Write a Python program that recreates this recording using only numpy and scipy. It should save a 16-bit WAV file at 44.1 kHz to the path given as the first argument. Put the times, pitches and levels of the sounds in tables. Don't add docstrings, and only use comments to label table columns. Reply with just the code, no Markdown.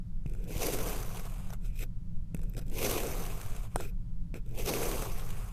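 import sys
import numpy as np
from scipy import signal
from scipy.fft import rfft, irfft, next_fast_len
from scipy.io import wavfile
from scipy.ndimage import uniform_filter1d

SR = 44100
rng = np.random.default_rng(int(sys.argv[2]) if len(sys.argv) > 2 else 0)


def digitize_waveform(pressure):
    field = np.atleast_2d(pressure).T
    bounded = np.clip(field, -1, 1)
    quanta = np.round(bounded * 32767).astype(np.int16)
    wavfile.write(sys.argv[1], SR, quanta)


N = 243431


def gain_of(db):
    return 10 ** (np.asarray(db) / 20)


def evened(x):
    return x / np.sqrt(np.mean(x ** 2) + 1e-20)


def add(mix, s, sound):
    part = mix[:, round(s * SR):][:, :sound.shape[1]]
    part += sound[:, :part.shape[1]]


def wander(seconds):
    size = max(int(seconds * SR), 1)
    smooth = uniform_filter1d(rng.standard_normal(N), size)
    return evened(uniform_filter1d(smooth, size))


def coloured(points, level_db):
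    size = next_fast_len(N)
    hz, db = np.transpose(points)
    bins_hz = np.fft.rfftfreq(size, 1 / SR)
    shape = gain_of(np.interp(np.log(bins_hz + 1), np.log(hz + 1), db))
    noise = irfft(rfft(rng.standard_normal(size)) * shape, size)[:N]
    return gain_of(level_db) * evened(noise)


def ringing(force, modes):
    shift_db, shift_s = 1.17, 0.018
    hz, width, db = np.transpose(modes)
    share = gain_of(db) * np.sqrt(width)
    turns = 2 * np.pi * hz / SR
    radii = np.exp(-np.pi * width / SR)
    out = np.zeros(N)
    for k, (turn, r) in enumerate(zip(turns, radii)):
        drive = force * gain_of(shift_db * wander(shift_s))
        ring = signal.lfilter([0, np.sin(turn)], [1, -2 * r * np.cos(turn), r * r], drive)
        out += (-1) ** k * share[k] * np.sqrt(2 * (1 - r * r)) * ring
    return out / np.linalg.norm(share)


def paths(level_db, *rest_db):
    return gain_of(level_db + np.array([0 * level_db, *rest_db]))


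def colour(table, place):
    at, *columns = np.transpose(table)
    return np.array([np.interp(place, at, c) for c in columns])


def contact(out, start, end, levels):
    t = np.arange(start, end + .014, 1 / SR)
    fade = np.clip(np.minimum(t - start, t[-1] - t) / .009, 0, 1)
    level_db, rest_db = levels(t)
    add(out, start, paths(level_db, *rest_db) * fade)


def slips():
    slips_per_s, spread_db = 7000, 2
    surge_db, surge_s = 0.7, 0.0014
    size = gain_of(spread_db * np.minimum(rng.exponential(1, N), 5))
    sign = rng.choice([-1., 1.], N)
    force = size * sign * (rng.random(N) < slips_per_s / SR)
    return evened(force * gain_of(surge_db * wander(surge_s)))


def lurches():
    snaps_per_s, t60_s = 80, .014
    snap_db = 5
    t = np.arange(2048) / SR
    snaps = rng.random(N) ** 2 * (rng.random(N) < snaps_per_s / SR)
    jumps = signal.oaconvolve(snaps, gain_of(-60 * t / t60_s))[:N]
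    return evened(1 + gain_of(snap_db) * jumps)


def hum():
    # f/Hz, level/dB
    hum_spectrum = [(2.9, -100), (5.0, 2.5), (20, -5), (35, -4.5), (49, -18), (81, -21), (100, -18),
                    (117, -15), (145, -26.5), (161, -18), (182, -21), (206, -32.5), (241, -41), (292, -39),
                    (330, -60), (430, -105), (730, -120)]
    return coloured(hum_spectrum, -33)


def hiss():
    # f/Hz, level/dB
    hiss_spectrum = [(180, -72), (300, -4.5), (450, -11), (584, -9.5), (721, -21), (949, -14.5),
                     (1130, -22.5), (1380, -19), (1570, -24), (7100, -30), (14500, -33.5)]
    return coloured(hiss_spectrum, -70)


def rests(out):
    # block shake/dB, blade and its flat/dB
    rest_table = [(0.25, 0.474, -76, -71.5, 21.5, 3.7), (2.336, 2.578, -77.5, -79, 23.5, 1),
                  (2.656, 2.737, -74, -68.5, 21, 1), (4.446, 4.525, -82, -70, 22, 2.6)]
    # edge ring/dB, finest grit/dB
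    bright_db = [-2, 1]
    for start, end, first_db, last_db, block_db, ring_db in rest_table:
        def levels(t):
            grit_db = np.interp(t, [start, end], [first_db, last_db])
            return grit_db, np.outer([block_db, ring_db, ring_db, *bright_db], 1 + 0 * t)
        contact(out, start, end, levels)


def thuds():
    # t/s, level/dB of half the undamped swing, f/Hz, t60/s
    thud_table = [(0.2597, -27.5, 126, 0.047), (.562, -23, 90, 0.02), (1.829, -40.5, 383, 0.032),
                  (2.3465, -25.5, 158, 0.024), (3.7591, -30, 8900, 0.0077), (3.7595, -18, 820, 0.0058),
                  (3.7621, -41, 690, 0.01), (3.8017, -30, 795, 0.0049), (4.341, -28, 198, 0.0073)]
    t, out = np.arange(4096) / SR, np.zeros((1, N))
    for s, db, hz, t60 in thud_table:
        swing = 2 * gain_of(db - 60 * t / t60) * np.sin(2 * np.pi * hz * t)
        add(out, s, swing[None])
    return out[0]


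def crackles():
    # block shake/dB, flat scrape/dB, blade ring/dB
    crackle_table = [(0.2619, -49, 16, 1, 7.5), (0.2764, -57, 0, -7, 2), (0.2966, -47.5, 0, -2, 1),
                     (0.3356, -52.5, 12, 5, 4.5), (0.349, -53, 11, 13, 4), (0.391, -56, 2, -9, -9),
                     (0.4184, -59, -3, -5, -8), (0.4407, -46, 0, -12, -11), (0.449, -49.5, 8, 0, -1.5),
                     (0.5057, -45, 28.5, 0, 7), (0.5788, -31.5, -6, -13, -15), (0.667, -23, -14, -17, -13),
                     (0.811, -43, -5, -5, -12), (1.1954, -36, -7, 7, 0), (1.253, -40, -10, 9, -12),
                     (1.5039, -39, -11, 5, -8), (1.5273, -44.5, -12, 16, -17), (1.534, -38.5, -12, 8, -14),
                     (1.6556, -47.5, -13, 0, -5), (1.7907, -39, -8, -19, 5), (2.3462, -40.5, 9, 8, 7.5),
                     (2.367, -48, -2, -4, 3), (2.3736, -52, 3, -6, -11), (2.392, -50, 19, 7, 2),
                     (2.416, -46.5, 6, -2, -16), (2.4326, -50.5, 21, 8, 2), (2.4383, -54, 12, 7, -11),
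                     (2.4963, -51, 3, -16, -2), (2.5365, -48.5, 11, 0, 0), (2.5476, -49, 23, -3, 3),
                     (2.567, -37.5, 15, -1, -5), (2.578, -37.5, 20, -6, -3), (2.5904, -41, 3, -18, -4),
                     (2.614, -49, 16, -8, -12), (2.6663, -51.5, -4, -14, -11), (2.681, -50, -5, -10, -11),
                     (2.6985, -44, 1, -11, -5), (2.7175, -43, -4, -13, -10), (3.069, -33, -3, -9, -4),
                     (3.258, -47, -7, -5, -13), (3.414, -34, -14, 4, -8), (3.564, -41, -4, 2, -13),
                     (3.7591, -28.5, 0, 14.5, -11), (3.8004, -46, 0, 15, -5), (3.8068, -39, -2, 13.5, -11),
                     (4.342, -43, -1, 7, 12.5), (4.462, -55, 17, -2, -4), (4.4775, -60, 5, -8, 0),
                     (4.4907, -52, 1, -11, -11), (4.5106, -53, 20, -5, 3), (4.5874, -34, 3, -8, -17),
                     (4.66, -25.5, 1, -14, -12), (4.7369, -25.5, 19, -12, 4.5)]
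    # edge ring/dB, finest grit/dB
    mean_bright_db = [-2, 1]
    spread_db, t60_s = 4, 0.012
    t, out = np.arange(2048) / SR, np.zeros((6, N))
    chance = rng.standard_normal((len(crackle_table), len(t) + 2))
    for (s, *levels), row in zip(crackle_table, chance):
        bright_db = np.array(mean_bright_db) + spread_db * row[:2]
        spray = row[2:]
        burst = 0.59 * spray * gain_of(-60 * t / t60_s) * np.minimum(t / 0.001, 1)
        burst[0] -= 1.5
        add(out, s, paths(*levels, *bright_db)[:, None] * burst)
    return out


def cuts():
    # t/s, grit level/dB
    cut_levels = [
        [(0.47, -66), (0.518, -51.5), (0.6, -46.5), (0.62, -37), (0.718, -44), (0.744, -39.5), (0.756, -46.5),
         (0.856, -48.5), (0.866, -44), (1.064, -54.5), (1.2, -54.5), (1.224, -59.5), (1.266, -56),
         (1.28, -61.5), (1.518, -64.5), (1.538, -60), (1.57, -83)],
        [(2.71, -63.5), (2.766, -48), (2.842, -35.5), (2.878, -38), (2.978, -41.5), (3.01, -46), (3.258, -51),
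         (3.444, -57), (3.56, -59), (3.66, -63), (3.69, -74), (3.746, -68)],
        [(4.53, -67.5), (4.6, -45.5), (4.64, -52), (4.692, -33.5), (4.708, -42), (4.75, -41), (4.81, -42),
         (4.828, -39.5), (4.842, -43), (5.01, -46.5), (5.058, -48.5), (5.09, -52), (5.472, -60.5), (5.52, -67)],
    ]
    # block shake/dB, flat scrape/dB, blade ring/dB before the cut's offset,
    # edge ring/dB, finest grit/dB
    cut_colour = [(0, 17, -8, -0.24, 0, 1.7), (0.08, 5, -5.5, -0.028, -0.95, 0.5),
                  (0.16, 6, -4.5, -3.9, -2.4, -1.3), (0.35, 8.5, 1.5, -2.2, 0.33, 1.2),
                  (0.65, 3, 2.5, -2.5, -0.29, 0.5), (1.05, 0.5, 7.5, 0.93, 3.2, 0.5)]
    cut_ring_db = [0.5, 1.5, 1.05]
    block_lag_s = 0.011
    out = np.zeros((6, N))
    for (s, db), ring_db in zip(map(np.transpose, cut_levels), cut_ring_db):
        ring = ring_db * np.array([[0], [0], [1], [0], [0]])

        def levels(t):
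            return np.interp(t, s, db), colour(cut_colour, t - s[0]) + ring
        contact(out, s[0], s[-1], levels)
    block = uniform_filter1d(out[1], max(int(block_lag_s * SR), 1))
    lurch = lurches()
    return np.array([out[0] * lurch, block, *(out[2:] * lurch)]) * slips()


def slides(out):
    # flat scrape/dB, blade ring/dB
    slide_levels = [
        [(1.6, -79, 6, 0), (1.66, -62, -3, -2), (1.722, -78, -4, 8), (1.784, -58.5, -17, -1),
         (1.836, -50.5, -2.5, 6), (1.86, -83, 10, -10)],
        [(2.566, -60, 2, -6), (2.594, -52.5, 5.5, -9), (2.604, -72, 8, 0), (2.616, -65.5, 6, 0),
         (2.65, -83, 5, 3)],
        [(3.765, -42.5, 17, -3), (3.773, -60, 5.5, -11), (3.805, -54, 1.5, 1), (3.851, -57, 2.5, 2),
         (3.897, -64, -8, 1), (3.925, -96, 30, 6)],
        [(4.345, -61, 20, 8.2), (4.367, -59, 4, 1.7), (4.385, -69, 2, 2), (4.4, -86, 12, 4)],
    ]
    # edge ring/dB, finest grit/dB
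    slide_colour = [(0, 6.5, 0.5, -1.5), (0.8, 12.5, -4, 2), (1.0, 5, -7, 6)]
    for s, db, flat, blade in map(np.transpose, slide_levels):
        def levels(t):
            block, edge, fine = colour(slide_colour, (t - s[0]) / (s[-1] - s[0]))
            flat_db = np.interp(t, s, flat)
            blade_db = np.interp(t, s, blade)
            return np.interp(t, s, db), (flat_db + block, flat_db, blade_db, edge, fine)
        contact(out, s[0], s[-1], levels)


def touches():
    out = np.zeros((6, N))
    rests(out)
    slides(out)
    return out * slips() * lurches()


def knife_and_block(buried, free):
    # f/Hz, width buried/Hz, level buried/dB, width free/Hz, level free/dB
    grit_modes = [(3730, 1800, -3, 1200, -5.5), (4750, 257, 5.5, 350, -0.5), (4910, 690, -1, 550, 0),
                  (6115, 610, 5.5, 330, -0.5)]
    block_modes = [(289, 95, -2.5, 113, -2), (370, 72, 3, 110, 0), (493, 150, -1, 113, -5)]
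    flat_modes = [(688, 134, 0.5, 290, 0.26), (1103, 260, 1.5, 680, -3.6), (1498, 600, -5, 330, 0.25)]
    blade_modes = [(2056, 410, -2.5, 800, -2.5), (2500, 680, 5, 194, 10.5)]
    edge_modes = [(7610, 3200, -1.8, 1030, 7), (8570, 400, 3.2, 240, 2), (8910, 270, -1, 320, -5),
                  (10020, 480, 2.1, 850, 4.5)]
    fine_modes = [(10990, 800, -2.3, 550, -1.5), (12430, 590, -2, 470, 2.5), (13470, 270, 6, 310, 7.5),
                  (13800, 1700, -1, 1100, 0.5)]
    out = np.zeros(N)
    tables = (grit_modes, block_modes, flat_modes, blade_modes, edge_modes, fine_modes)
    for k, modes in enumerate(map(np.array, tables)):
        out += ringing(buried[k], modes[:, [0, 1, 2]])
        out += ringing(free[k], modes[:, [0, 3, 4]])
    return out


def scene():
    buried = cuts()
    free = touches() + crackles()
    out = hum() + hiss() + thuds() + knife_and_block(buried, free)
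    return out[None]


def record(dry):
    shelf_hz, edge_hz, shelf_db = 13900, 15800, -13
    below = signal.firwin(511, shelf_hz, window=("kaiser", 9), fs=SR)
    band = signal.firwin(511, edge_hz, window=("kaiser", 9), fs=SR)
    response = below + gain_of(shelf_db) * (band - below)
    return signal.oaconvolve(dry, response[None], "same")


dry = scene()
out = record(dry)
digitize_waveform(out)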